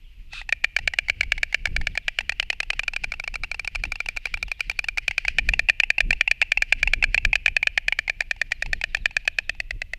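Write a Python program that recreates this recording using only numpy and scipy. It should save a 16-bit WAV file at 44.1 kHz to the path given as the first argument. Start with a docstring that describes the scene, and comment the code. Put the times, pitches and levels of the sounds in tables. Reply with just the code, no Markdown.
"""A short hiss over light wind, then two white storks clatter their bills on a rooftop nest.
Each speeds up while it throws its head back; they drift in and out of step. A clap is a dry tick
plus a short swelling ring of bill, throat and pouch, whose pitches follow the neck's posture.
Feathers rustle, gusts buffet the microphone, a songbird trills far off."""
import sys
import numpy as np
from scipy import signal
from scipy.fft import rfft, irfft, next_fast_len
from scipy.io import wavfile
from scipy.ndimage import uniform_filter1d

SR = 44100
rng = np.random.default_rng(int(sys.argv[2]) if len(sys.argv) > 2 else 0)


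def store_pcm(level_fs):
    """Save levels as 16-bit WAV."""
    pcm = np.round(np.clip(level_fs, -1, 1) * 32767).astype(np.int16)
    wavfile.write(sys.argv[1], SR, np.atleast_2d(pcm).T)


N = 440118
CLAP_SAMPLES = 1024
TIME_S, AGE_S = np.arange(N) / SR, np.arange(CLAP_SAMPLES) / SR

# spectra of outdoor air, wind rumble, feathers and straw, hiss: f/Hz, level/dB
AIR_SPECTRUM = [(100, -7.5), (400, -2), (1100, -2), (1800, -0.5), (2600, 14), (3500, 2.5), (6000, -7),
                (9000, -13), (13500, -8.5)]
WIND_SPECTRUM = [(15, 3.5), (28, 7), (50, -4.5), (100, -16.5), (200, -30.5), (400, -41.5), (1000, -73)]
RUSTLE_SPECTRUM = [(800, -31), (2000, 15.5), (2800, 19.5), (3600, -1), (4700, 4), (6500, -11),
                   (9000, -15.5), (14000, -40)]
HISS_SPECTRUM = [(290, -85), (500, -66), (898, -31), (1360, -12), (2250, -17.5), (2560, 3.5), (2820, -9.5),
                 (3880, -7), (5200, -22.5), (8590, -31), (14000, -56)]
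# spectra of small eddies and of the farmyard's echo: f/Hz, level/dB
EDDY_SPECTRUM = [(40, -14.5), (110, 11), (250, 0), (500, -11.5), (1500, -54.5)]
YARD_SPECTRUM = [(300, 7.5), (1700, -12), (2350, -2), (2750, .5), (4500, -14), (9000, -14)]
# songbird trills: start/s, end/s, note onset f/Hz
TRILLS = [(0.039, 0.094, 3610), (1.899, 2.15, 4370), (3.797, 4.849, 4830), (8.528, 9.5, 4700)]
# wind gusts: t/s, relative peak level/dB, half width/s
GUSTS = [(0.847, -32.5, .05), (1.296, -33, 0.18), (1.78, -24, 0.14), (3.098, -38, 0.54), (3.398, -35, .06),
         (3.85, -26.5, .07), (4.383, -33, 0.12), (4.688, -32, .03), (5.482, -25.5, 0.18),
         (6.09, -24.5, 0.07), (6.978, -28.5, 0.33), (7.279, -27.5, 0.051), (7.514, -27.5, 0.019),
         (8.724, -29, .08), (9.02, -35, 0.15), (9.75, -30, 0.035)]
# stirring of feathers and straw: t/s, relative level/dB
RUSTLE_LEVELS = [(.5, -68.5), (1.2, -54), (2.7, -61.5), (4.1, -56.5), (5, -59), (5.4, -46), (5.8, -72),
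                 (6.85, -52), (7.4, -68), (9, -58.5), (9.98, -88.5)]
# horn edges meeting: f/Hz, level with bill down/dB, boost with head back/dB
TICK_SPECTRUM = [(200, -54, 1.5), (330, -22.5, 14), (484, -18, 22), (820, -19, 16), (1318, -10, 19),
                 (1650, 4.5, 8.5), (3560, -1.5, 5), (3880, -5, 11), (4260, 2, 8), (5340, -5.5, 11),
                 (6690, -12, 9), (6900, -9.5, 7), (7480, -12.5, 9), (9790, -23, 12.5), (11800, -27, 7.5),
                 (14200, -34.5, 8)]
# runs of claps, each lasting until the next: start/s, claps, slowing per clap/ms
LEAD_RUNS = [(.5247, 2, 2.5), (.7646, 6, 0), (1.431, 4, -2.5), (1.8699, 4, 0.5), (2.2941, 4, -1.45),
             (2.7026, 4, -4), (3.0414, 10, 0.34), (3.8371, 5, 0.44), (4.2553, 8, 1.6), (4.9815, 5, 1.5),
             (5.489, 6, -.5), (6.1067, 6, 0), (6.7246, 10, 0.04), (7.7761, 4, 1), (8.206, 4, -0.14),
             (8.6235, 6, 0.6), (9.2767, 4, -1), (9.7077, 2, 6.5), (9.9344, 1, 3)]
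MATE_RUNS = [(.3326, 2, -5.5), (.4911, 7, -0.27), (1.5264, 3, -2), (1.9531, 4, -8.5), (2.427, 7, 0),
             (3.1384, 11, 0.38), (4.269, 4, 5), (4.7137, 4, 4), (5.25, 3, 5.5), (5.6869, 5, -0.04),
             (6.4238, 6, 0.66), (7.3306, 4, -0.6), (7.9239, 2, -14), (8.2194, 5, 3), (8.9694, 4, 3.5),
             (9.5494, 1, -5.5)]
# bill ring as effort and gape change: t/s, level/dB, f/Hz
LEAD_BILL = [(.52, -7, 2400), (.8, -6.5, 2326), (1.45, -7.5, 2287), (1.8, -11, 2290), (2.15, -11.5, 2385),
             (2.65, -13.5, 2464), (2.85, -10.5, 2413), (3.22, -18, 2300), (3.7, -15.5, 2368),
             (4.65, -13, 2385), (5.1, -9.5, 2427), (5.9, -5, 2432), (6.85, -6.5, 2367), (7.6, -5, 2473),
             (8.05, -9.5, 2367), (8.6, -14, 2417), (9.3, -7, 2470), (9.7, -20.5, 2610)]
MATE_BILL = [(.42, -33, 2500), (.49, -19.5, 2500), (.94, -25, 2710), (1.08, -17, 2130), (1.9, -28, 2080),
             (2.2, -23.5, 2560), (4.1, -23, 2620), (4.6, -35.5, 2660), (4.84, -21, 2670), (4.97, -18, 2100),
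             (5.25, -17, 2080), (5.54, -8.5, 2620), (7.2, -8, 2527), (7.48, -8.5, 2310), (7.92, -7.5, 2200),
             (8.37, -45.5, 2680), (8.81, -18.5, 2430), (8.97, -29.5, 2500), (9.55, -44.5, 2460)]
# throat ring as the neck bends: t/s, level/dB re bill, f/Hz
LEAD_THROAT = [(.52, -5.5, 1840), (.8, -8.5, 1716), (2.18, -3, 1700), (2.4, 0.5, 2090), (2.68, 2, 2070),
               (2.95, -12, 1694), (3.3, -7, 1370), (4.6, -14.5, 1620), (5.18, -10, 1530), (5.38, -4, 1837),
               (6.5, -7, 1815), (6.75, -7.5, 1670), (8.1, -4.5, 1780), (8.55, 2, 1890), (9.25, -4.5, 1690),
               (9.45, -7, 1780), (9.62, 3, 2005)]
MATE_THROAT = [(.4, 4, 1970), (.5, -3, 1840), (.94, 6.5, 1960), (1.08, -24, 1740), (1.65, -5, 1740),
               (2.1, 2.5, 1950), (2.85, -14, 1830), (4.2, -9.5, 1760), (4.7, -1.5, 1870), (5.1, -13, 1670),
               (5.6, -10.5, 2070), (6.3, -8.5, 2190), (7.3, -4.5, 2230), (7.5, -15, 1870),
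               (7.9, -18.5, 1890), (8.1, 6, 2200), (9, -8, 2210)]
# bill overtone: t/s, level/dB re bill
LEAD_OVERTONE = [(.5, -8), (1, -3.5), (2.1, -3.5), (2.5, 0.5), (3.4, -16.5), (5, -10), (7.9, -8),
                 (8.4, -11.5), (9.45, -8), (9.7, -30)]
MATE_OVERTONE = [(.5, -68), (1.2, -15), (2.9, -14), (3.3, -23), (4.8, -21), (5.05, -2.5), (5.6, -21),
                 (6.2, -32), (8, -11.5)]


def from_db(db):
    """Decibels to gain."""
    return 10 ** (np.asarray(db) / 20)


def at_time(rows, t_s):
    """A table's value columns, interpolated at t_s."""
    times_s, *columns = np.transpose(rows)
    return [np.interp(t_s, times_s, column) for column in columns]


def coloured(x, spectrum):
    """Minimum-phase filter following rows of f/Hz, level/dB."""
    size = 2 * next_fast_len(len(x))
    hz, db = np.transpose(spectrum)
    grid_hz = np.maximum(np.arange(size // 2 + 1) * SR / size, 1)
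    cepstrum = irfft(np.log(from_db(np.interp(np.log(grid_hz), np.log(hz), db))))
    cepstrum[1:size // 2] *= 2
    cepstrum[size // 2 + 1:] = 0
    return irfft(rfft(x, size) * np.exp(rfft(cepstrum)))[:len(x)]


def noise(spectrum):
    """Steady coloured noise, rms 1."""
    x = coloured(rng.standard_normal(N), spectrum)
    return x / np.sqrt(np.mean(x ** 2) + 1e-20)


def drift(rate_hz):
    """Random wander, spread near 1."""
    knots = rng.standard_normal(4096)
    return np.interp(TIME_S * rate_hz, np.arange(len(knots)), knots)


def swell(start_s, end_s, attack_s, release_s):
    """Gaussian rise, hold at 1, Gaussian fall."""
    outside = np.maximum((start_s - TIME_S) / attack_s, (TIME_S - end_s) / release_s)
    return np.exp(-np.clip(outside, 0, 10) ** 2)


def farmyard(x, scatter_db, t60_s):
    """Roofs and trees scatter a thin tail."""
    age_s = TIME_S[:2 * SR]
    tail = rng.standard_normal(len(age_s)) * from_db(-60 * age_s / t60_s) * (1 - np.exp(-age_s / .011))
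    tail *= from_db(scatter_db) / np.sqrt(np.sum(tail ** 2))
    return signal.fftconvolve(x, coloured(tail, YARD_SPECTRUM))[:N]


def nest(x, scatter_db, fade_s):
    """Straw and twigs reflect a blur within milliseconds."""
    blur = rng.standard_normal(CLAP_SAMPLES) * AGE_S * np.exp(-AGE_S / fade_s)
    return signal.fftconvolve(x, from_db(scatter_db) * blur / np.sqrt(np.sum(blur ** 2)))[:N]


def songbird(level_db, fall_per_s, note_s, period_s):
    """Runs of short falling whistles from far trees; no two alike."""
    out, age_s = np.zeros(N + SR), TIME_S[:SR // 8]
    envelope = np.sin(np.pi * np.minimum(age_s / note_s, 1)) ** 2
    chance = rng.standard_normal((len(TRILLS), 64, 4))
    for (start_s, end_s, hz), notes in zip(TRILLS, chance):
        for t_s, luck in zip(np.arange(start_s, end_s, period_s), notes):
            pitch_hz = hz * from_db(luck[0] / 2) * np.exp(-fall_per_s * (1 + luck[2] / 2) * age_s)
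            whistle = np.sin(2 * np.pi * np.cumsum(pitch_hz) / SR)
            at = int(max(t_s + period_s * luck[3] / 5, 0) * SR)
            out[at:at + len(age_s)] += from_db(level_db + 2 * luck[1]) * envelope * whistle
    return out[:N]


def wind(breeze_db, buffet_db, rumble_gain_db, eddy_db):
    """Rumble on the microphone; strong gusts also shed smaller, higher eddies."""
    gust_power = sum((from_db(db) * swell(t_s, t_s, half_s, half_s)) ** 2 for t_s, db, half_s in GUSTS)
    gust_db = 10 * np.log10(from_db(breeze_db) ** 2 + gust_power)
    rumble = noise(WIND_SPECTRUM)
    rumble /= np.sqrt(uniform_filter1d(rumble ** 2, size=SR // 5) + .098)   # even out its own swells
    rumble *= from_db(gust_db + rumble_gain_db)
    buffet = from_db(buffet_db * drift(30))
    eddies = noise(EDDY_SPECTRUM) * from_db(buffet_db * drift(71))
    eddies *= from_db(eddy_db + 1.36 * (gust_db + 31.5))
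    return buffet * (rumble + eddies)


def rustle(gain_db, flicker_db):
    """Feathers and straw: flickering noise."""
    level_db, = at_time(RUSTLE_LEVELS, TIME_S)
    return from_db(level_db + gain_db + flicker_db * drift(30)) * noise(RUSTLE_SPECTRUM)


def hiss(level_db):
    """One puff of noise opens the display."""
    return from_db(level_db) * swell(.3555, .382, attack_s=.029, release_s=.033) * noise(HISS_SPECTRUM)


def ring(hz, swell_s, glide=0):
    """Horn coupled to an air cavity swells to 1 and dies; glide lifts the pitch as the gape closes."""
    pitch_hz = hz * (1 + glide * (np.tanh(AGE_S / swell_s / 2) - .5))
    envelope = AGE_S / swell_s * np.exp(1 - AGE_S / swell_s)
    return envelope * np.sin(2 * np.pi * np.cumsum(pitch_hz) / SR)


def tick(spectrum, touch_s, touch_db, grain_db, grain_s, bounce_s):
    """Mandibles touch, slam, grate and bounce once. Returns sound (rms 1 over 2 ms) and slam index."""
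    luck = rng.standard_normal(4)
    slam = int(touch_s * SR * from_db(luck[0]))
    decay = np.exp(-np.maximum(AGE_S - AGE_S[slam], 0) / grain_s)
    force = rng.standard_normal(CLAP_SAMPLES) * from_db(grain_db + 2 * luck[1]) * decay
    force[:slam] *= from_db(touch_db)
    force[0] += from_db(touch_db)
    force[slam] += 1
    force[slam + int(bounce_s * SR * from_db(luck[2]))] += from_db(2 * luck[3])
    sound = coloured(force, spectrum)
    return sound / np.sqrt(np.sum(sound ** 2) / (.002 * SR)), slam


def clap_times(runs):
    """Within a run the gap between claps grows or shrinks evenly."""
    times_s = []
    for (start_s, count, slowing_ms), (end_s, _, _) in zip(runs, runs[1:]):
        k = np.arange(count)
        even_s = start_s + (end_s - start_s) * k / count
        times_s.extend(even_s + slowing_ms / 1000 * k * (k - count) / 2)
    return np.array(times_s + [runs[-1][0]])


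def display(runs, bill, throat, overtone, throw_s, tick_gain_db, tick_limit_db, swing_s=.6):
    """One bird's claps, a row each; posture goes from 0 (bill down) to 1 (head back) and returns."""
    t_s = clap_times(runs)
    luck = rng.standard_normal((len(t_s), 5)).T
    posture = np.clip(np.minimum(t_s - throw_s[0], throw_s[1] - t_s) / swing_s, 0, 1)
    bill_db, bill_hz = at_time(bill, t_s)
    throat_db, throat_hz = at_time(throat, t_s)
    overtone_db, = at_time(overtone, t_s)
    bill_db += .8 * luck[0]
    # the tick grows with force, levelling off in hard claps
    force_db = bill_db + 10 * np.log10(1 + from_db(throat_db) ** 2)
    tick_db = -10 * np.log10(from_db(force_db + tick_gain_db) ** -2 + from_db(tick_limit_db) ** -2)
    bill_hz *= 1 + .007 * luck[1]
    throat_hz *= 1 + .007 * luck[2]
    throat_db += .8 * luck[3]
    overtone_db += 2.5 * luck[4]
    return np.column_stack([t_s, posture, bill_db, bill_hz, throat_hz, throat_db, overtone_db, tick_db])


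def clatter(claps, bill_s, glide, throat_s, overtone_s, overtone_ratio,
            pouch_hz, pouch_s, pouch_db, pouch_follow, **contact):
    """Each clap ticks and rings the bill, the throat and the slack throat pouch."""
    out = np.zeros(N + 2 * CLAP_SAMPLES)
    chance = rng.standard_normal((len(claps), 4))
    tick_hz, bill_down_db, head_back_db = np.transpose(TICK_SPECTRUM)
    for clap, luck in zip(claps, chance):
        t_s, posture, bill_db, bill_hz, throat_hz, throat_db, overtone_db, tick_db = clap
        sustain = from_db(.5 * luck[0])
        # neck bent back: bill rings longer, throat is damped, pouch pitch rises
        body = ring(bill_hz, bill_s * sustain * from_db(1.4 * posture), glide)
        body += from_db(throat_db) * ring(throat_hz, throat_s * sustain * from_db(-4.5 * posture))
        body += from_db(overtone_db) * ring(overtone_ratio * bill_hz, overtone_s)
        pouch = ring(pouch_hz * (1 + .023 * posture) * from_db(luck[2] / 10), pouch_s)
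        # the soft pouch varies less in level than the hard bill and swings against it
        pouch *= from_db(pouch_db + pouch_follow * (bill_db + throat_db / 2) + luck[1])
        at = round(t_s * SR)
        out[at:at + CLAP_SAMPLES] += from_db(bill_db) * body - pouch
        tilt_db = 1.8 * luck[3] * np.log10(tick_hz)
        sparkle_db = 8 * np.exp(-((t_s - 4.45) / .55) ** 2) * (tick_hz > 11500)   # top brightens briefly
        colour_db = bill_down_db + posture * head_back_db + tilt_db + sparkle_db
        snap, slam = tick(np.column_stack([tick_hz, colour_db]), **contact)
        touch = at - slam // 2   # the ring starts between touch and slam
        out[touch:touch + CLAP_SAMPLES] += from_db(tick_db) * snap
    return out[:N]


def scene():
    """Two storks on the nest, farmyard and wind around them; mono."""
    lead_claps = display(LEAD_RUNS, LEAD_BILL, LEAD_THROAT, LEAD_OVERTONE,
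                         throw_s=(2.02, 5.4), tick_gain_db=-10, tick_limit_db=-14)
    mate_claps = display(MATE_RUNS, MATE_BILL, MATE_THROAT, MATE_OVERTONE,
                         throw_s=(1.95, 5.1), tick_gain_db=-8.5, tick_limit_db=-27.5)
    lead = clatter(lead_claps, bill_s=.0014, glide=.01, throat_s=.0014,
                   overtone_s=.00081, overtone_ratio=1.185,
                   pouch_hz=675, pouch_s=.0015, pouch_db=-23.5, pouch_follow=.46,
                   touch_s=.0013, touch_db=-12, grain_db=-21, grain_s=.0029, bounce_s=.0015)
    mate = clatter(mate_claps, bill_s=.0016, glide=.17, throat_s=.0015,
                   overtone_s=.0012, overtone_ratio=1.288,
                   pouch_hz=815, pouch_s=.0013, pouch_db=-20.5, pouch_follow=.58,
                   touch_s=.00041, touch_db=-6.5, grain_db=-10, grain_s=.0031, bounce_s=.0023)
    storks = lead + mate + hiss(level_db=-36)
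    feathers = rustle(gain_db=-1, flicker_db=6.5)
    air = from_db(-64.5) * noise(AIR_SPECTRUM)
    song = songbird(level_db=-59, fall_per_s=9.7, note_s=.042, period_s=.06)
    song += farmyard(song, scatter_db=4, t60_s=.5)
    echoes = nest(storks, scatter_db=-20.5, fade_s=.0024) + farmyard(storks, scatter_db=-26, t60_s=1)
    gusts = wind(breeze_db=-41, buffet_db=3, rumble_gain_db=1.5, eddy_db=-54)
    return (storks + echoes + song + feathers + air + gusts)[None]


def record(dry):
    """Soft peak limiting; band 14 Hz to 14 kHz."""
    rounded = dry / (1 + dry ** 6) ** (1 / 6)
    low_cut = signal.sosfilt(signal.butter(2, 14, "high", fs=SR, output="sos"), rounded)
    return signal.sosfilt(signal.ellip(8, .2, 60, 14000, fs=SR, output="sos"), low_cut)


dry = scene()
out = record(dry)
store_pcm(out)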